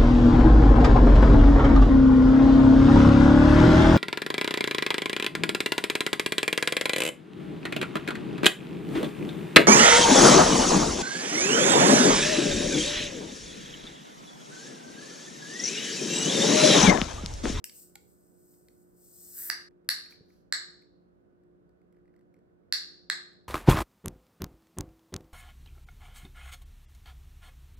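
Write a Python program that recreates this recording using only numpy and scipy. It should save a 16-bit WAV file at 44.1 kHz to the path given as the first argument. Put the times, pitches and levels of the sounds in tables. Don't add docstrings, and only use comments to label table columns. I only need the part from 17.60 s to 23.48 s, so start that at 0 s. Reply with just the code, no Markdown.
import sys
import numpy as np
from scipy import signal
from scipy.fft import rfft, irfft
from scipy.io import wavfile
from scipy.ndimage import uniform_filter1d

SR = 44100
rng = np.random.default_rng(int(sys.argv[2]) if len(sys.argv) > 2 else 0)


def inscribe(sig):
    pcm = np.round(np.clip(np.atleast_2d(sig).T, -1, 1) * 32767)
    wavfile.write(sys.argv[1], SR, pcm.astype(np.int16))


N = 259308
T = np.arange(N) / SR

# f/Hz, relative level/dB, t60/s
RIM_MODES = [(7340, -10, 0.0082), (7830, -6, 0.011)]
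# f/Hz, relative level/dB, t60/s
PULL_MODES = [(9300, -12.5, 0.005), (10100, -6.5, 0.0044), (11310, -11.5, .003), (12560, -8, 0.005),
              (13940, -6, 0.002)]


def undb(db):
    return 10 ** (np.asarray(db) / 20)


def level(x, db):
    return x * undb(db) / np.sqrt(np.mean(x ** 2))


def along(table, hz):
    f, v = np.transpose(table)
    return np.interp(np.log(np.maximum(hz, 1)), np.log(f), v)


def shape(x, gain):
    size = x.shape[-1]
    hz = np.arange(size // 2 + 1) * SR / size
    return irfft(rfft(x) * gain(hz), size)


def bell(hz, centre_hz, width_hz):
    return 1 / (1 + ((hz - centre_hz) / width_hz) ** 2)


def walk(rate):
    k = int(SR / rate)
    held = np.repeat(rng.standard_normal(N // k + 1), k)
    return 1.3 * uniform_filter1d(uniform_filter1d(held, k), k)[:N]


def ring(modes, push_s, length_s=0.12):
    t = np.arange(int(length_s * SR)) / SR
    y = np.zeros(len(t))
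    for k, (hz, db, t60) in enumerate(modes):
        y += undb(db - 60 * t / t60) * np.sin(2 * np.pi * hz * t + np.pi * k)
    y = y * np.square(1 - np.exp(-t / push_s))
    return y / np.abs(y).max()


def add(out, s, sound, db, pan_db, echo_db=0):
    i = int(s * SR)
    sound = sound[:N - i]
    row_db = np.array([[pan_db / 2], [-pan_db / 2], [echo_db]])
    out[:, i:i + len(sound)] += sound * undb(db + row_db)


def fridge():
    # f/Hz, rms level before wavering/dB
    motor_lines = [(59.2, -84.5), (177.6, -72.5), (296.1, -75), (355.3, -67.5), (414.5, -88.5),
                   (737.5, -90), (1475, -94)]
    # f/Hz, relative level per Hz/dB
    air_spectrum = [(20, -40.5), (45, -19), (90, -15), (170, -9.5), (230, -12.5), (330, -16), (450, -14),
                    (620, -19), (820, -29.5), (1500, -31.5), (2300, -45), (6000, -57.5), (16500, -62.5)]
    # f/Hz, left-right correlation
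    air_alike = [(60, 0.87), (130, -0.59), (290, .3), (640, -0.58), (1400, -0.44), (7000, -.2)]

    def likeness(f):
        return np.clip(along(air_alike, f), -1, 1)

    mid, side = rng.standard_normal((2, N))
    mid = shape(mid, lambda f: undb(along(air_spectrum, f)) * np.sqrt(1 + likeness(f)))
    side = shape(side, lambda f: undb(along(air_spectrum, f)) * np.sqrt(1 - likeness(f)))
    air = level(np.array([mid + side, mid - side]), -64.5) * undb([[-1.8], [1.8]])
    spread = np.array([[0], [.8]])
    lines = 0
    for hz, db in motor_lines:
        amplitude = np.sqrt(2) * undb(db + 2.4 * walk(9))
        lines = lines + amplitude * np.sin(2 * np.pi * hz * T + 0.18 * walk(3.8) + spread)
    return air + lines


def crack_and_snaps(out):
    # t/s, peak level of the ringing before
    # pan/dB, lid pitch f/Hz, then shares before normalising of wall/dB, shoulder/dB, rim/dB and pull/dB,
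    # left minus right/dB, echo send/dB
    strikes = [(0.0416, -20.5, 5440, -14, 15, 5, 10.5, 4, -6),
               (1.8995, -13, 4755, 2.5, 2, -7.5, 4, -7, 0.5),
               (2.2893, -9, 4423, -1.5, -2, -6, 10.5, 0, 1.5),
               (2.9244, -12, 4323, 3, -19.5, 6, -10.5, -3, 2),
               (5.1244, -10.5, 4435, -5.5, 0.5, -8.5, 2, -1.5, 2.5),
               (5.4993, -11, 4170, 6, 3.5, 2.5, -8, -1.5, -0.5)]
    # f/Hz, relative level/dB, t60/s
    wall_modes = [(706, -28.5, 0.016), (1208, -17, 0.011), (1666, -2.5, 0.013), (1897, -5.5, 0.011),
                  (2092, -7.5, .012)]
    # f/Hz, relative level/dB, t60/s
    shoulder_modes = [(2763, -12.5, 0.0063)]
    # ratio to lid pitch, relative level/dB, t60 at a lid pitch of pressed_hz/s
    lid_modes = [(.83, -5, .007), (.92, -2.5, .01), (0.981, -1, .011), (1.04, 0.5, .011), (1.17, -6, .009),
                 (1.26, -8.5, 0.0089)]
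    pressed_hz, free_power, shortest_ring = 4590, 2.2, 0.71
    scrape_db, scrape_t60_s = -10.5, 0.018

    t = np.arange(int(.1 * SR)) / SR
    for s, db, lid_hz, wall_db, shoulder_db, rim_db, pull_db, pan_db, echo_db in strikes:
        stretch = max(shortest_ring, (pressed_hz / lid_hz) ** free_power)
        lid = [(lid_hz * ratio, g, t60 * stretch) for ratio, g, t60 in lid_modes]
        parts = [(wall_modes, wall_db), (shoulder_modes, shoulder_db), (lid, 0),
                 (RIM_MODES, rim_db), (PULL_MODES, pull_db)]
        modes = [(f, g + share, t60) for table, share in parts for f, g, t60 in table]
        blow = ring(modes, 0.00055, length_s=len(t) / SR)
        noise = rng.standard_normal(len(t))
        scrape = shape(noise, lambda f: bell(f, 5500, 3600) * f / (f + 1500))
        scrape = scrape * undb(scrape_db - 60 * t / scrape_t60_s)
        add(out, s, blow + scrape[:len(blow)], db, pan_db, echo_db)


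def leak(out):
    # t/s, level of the hiss before flutter and side gains/dB
    jet_course = [(.044, -47), (.1, -70), (.15, -58.5), (.23, -60.5), (.32, -75.5), (.75, -78), (.92, -72),
                  (1.02, -76.5), (1.33, -81), (1.44, -67), (1.72, -52), (1.78, -42), (1.896, -38),
                  (1.912, -59)]
    # f/Hz, relative level per Hz/dB
    jet_spectrum = [(8000, -32), (9500, -4.5), (10700, -12), (12200, -2.5), (13800, -1.5), (15200, -2.5),
                    (15800, -15), (16300, -33.5)]
    # f/Hz, width before broadening by 1.2/Hz, relative level/dB
    whistle_bands = [(4570, 980, -18.5), (5360, 480, -12.5), (6800, 720, -8), (8090, 510, 4),
                     (9090, 260, -4)]
    whistle_top_db, drowned_db, whistle_slope = 3.5, -58, 0.5
    drone_ref_db, drone_slope = -21.5, 0.75

    jet_db = np.interp(T, *np.transpose(jet_course), -200, -200)
    whistle_db = whistle_top_db - whistle_slope * np.maximum(jet_db - drowned_db, 0)
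    drone_db = drone_ref_db + drone_slope * (jet_db + 40.5)

    def whistle_gain(f):
        return sum(undb(g) * bell(f, centre, 1.2 * width) ** 2 for centre, width, g in whistle_bands)

    jet = shape(rng.standard_normal(N), lambda f: undb(along(jet_spectrum, f)))
    whistle = shape(rng.standard_normal(N), whistle_gain)
    drone = shape(rng.standard_normal(N), lambda f: bell(f, 1700, 280) + 0.073 * bell(f, 3300, 900))
    gas = level(jet, 0) + level(whistle, 0) * undb(whistle_db) + level(drone, 0) * undb(drone_db)
    flutter_db = 1.0 * walk(25)
    out += gas * undb(jet_db + flutter_db) * undb([[1.5], [-1.5], [-6]])


def room(x):
    # f/Hz, t60/s
    echo_decay = [(700, 0.71), (1500, 0.39), (4000, 0.55), (8000, 0.35), (13000, 0.19)]
    room_db, first_wall_s, fill_s = -3, 0.007, 0.0025
    splice_s = 2.088

    t = np.arange(int(.8 * SR)) / SR
    late = np.maximum(t - first_wall_s, 0)
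    uneven_db = 6.88 * rng.standard_normal((2, len(t))) * np.exp(-late / 0.089)
    noise = rng.standard_normal((2, len(t))) * undb(uneven_db)
    tail = 0
    for hz in 250 * 2. ** np.arange(7):
        band = shape(noise, lambda f: np.maximum(1 - np.abs(np.log2(f / hz + 1e-9)), 0))
        tail = tail + band * undb(-60 * late / along(echo_decay, hz))
    tail = tail * (1 - np.exp(-late / fill_s))
    tail = tail * undb(room_db) / np.sqrt(np.sum(tail ** 2) / 2)

    def echo(part):
        return signal.fftconvolve(part[None], tail, axes=1)[:, :N]

    before = T < splice_s
    chop = np.clip((splice_s - T) / 0.0023, 0, 1)
    return echo(x * before) * chop + echo(x * ~before)


def ticks(out):
    # t/s, peak level before pan/dB, share of lid, rim and pull before offsets/dB
    taps = [(0.095, -37, 6), (0.3541, -35, 8.5), (0.9394, -61.5, 7), (1.0834, -48.5, 5), (2.108, -68, -10),
            (2.2444, -72, -2.5), (2.4592, -47, -2.5), (2.5227, -46, -23), (2.703, -62, -14.5),
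            (3.2206, -58.5, -8.5), (3.8352, -72.5, -4), (4.0917, -70, -3), (4.2152, -68, -11),
            (4.3244, -67, -5.5), (4.3444, -71.5, -15), (4.3644, -71.5, -14), (4.4548, -67, -14),
            (4.478, -66, -17), (4.5386, -65, -17), (4.562, -64, -5.5), (4.591, -70, -8), (4.6093, -69, -12),
            (4.7401, -61, -6), (4.7644, -70, -11.5), (4.7884, -70, -6.5), (5.73, -63.5, -5.5),
            (5.8394, -75, -2)]
    base_hz, hz_per_db, spread = 1901.5, 8.5, 0.036
    scrape_s = 0.001247
    creak_start, creak_end, creak_count = 3.55, 5.1, 7

    t = np.arange(int(.03 * SR)) / SR
    creaks = [(creak_start + (creak_end - creak_start) * u, -78 + 5 * v, -18)
              for u, v in rng.random((creak_count, 2))]
    for s, db, crack_db in list(taps) + creaks:
        noise = rng.standard_normal(len(t))
        hz = (base_hz + hz_per_db * (db + 67)) * (1 + spread * noise[0])
        modes = [(hz, 0, .005), (1.17 * hz, -3, .004)]
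        modes += [(3200, crack_db - 12, .005), (4500, crack_db - 4.5, .004), (5700, crack_db - 7, .004)]
        modes += [(f, g + crack_db - 4.5, t60) for f, g, t60 in RIM_MODES + PULL_MODES]
        scrape = noise * t * np.exp(-t / scrape_s)
        tick = signal.fftconvolve(ring(modes, .0001), scrape)
        add(out, s, tick / np.abs(tick).max(), db, -1.5, -8)


def knock(out):
    # f/Hz, relative level/dB, t60/s
    knock_modes = [(802, -3.5, 0.088), (1436, -7.5, 0.082), (2163, -9, 0.033)]
    add(out, 0.354, ring(knock_modes, 0.0009), -51, 3, -8)


def rustle(out):
    # middle t/s, level at the middle/dB, time to fall to 1/e/s
    slide_rows = [(2.512, -62, 0.014), (2.73, -77, 0.071)]
    noise = rng.standard_normal(N)
    skin = shape(noise, lambda f: bell(f, 1600, 500) + bell(f, 5260, 1500) + .5 * bell(f, 12130, 2900))
    slides = sum(undb(db) * np.exp(-((T - s) / half_s) ** 2) for s, db, half_s in slide_rows)
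    out += level(skin * undb(3 * walk(160)), 0) * slides


def thud(out):
    # t/s, peak level/dB, f of the middle mode/Hz, t60/s
    bump = (2.606, -48, 170, .04)
    s, db, hz, t60 = bump
    modes = [(.6 * hz, -4, t60), (hz, 0, t60), (2.5 * hz, -3, t60)]
    add(out, s, ring(modes, 0.0017), db, 0, -20)


def wide(hz):
    return 1 / (1 + (hz / 10100) ** 12)


def scene():
    near = np.zeros((3, N))
    for source in (crack_and_snaps, leak, ticks, knock, rustle, thud):
        source(near)
    lag_s = 4.5e-5
    near[0] = shape(near[0], lambda f: np.exp(-2j * np.pi * f * lag_s * wide(f)))
    return near[:2] + room(near[2]) + fridge()


def record(dry):
    mid, side = (dry[0] + dry[1]) / 2, (dry[0] - dry[1]) / 2
    side = shape(side, lambda f: wide(f) + undb(-8.5) * (1 - wide(f)))
    top_cut = signal.ellip(10, .2, 70, 16200, fs=SR, output="sos")
    return signal.sosfilt(top_cut, [mid + side, mid - side])


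dry = scene()
out = record(dry)
inscribe(out)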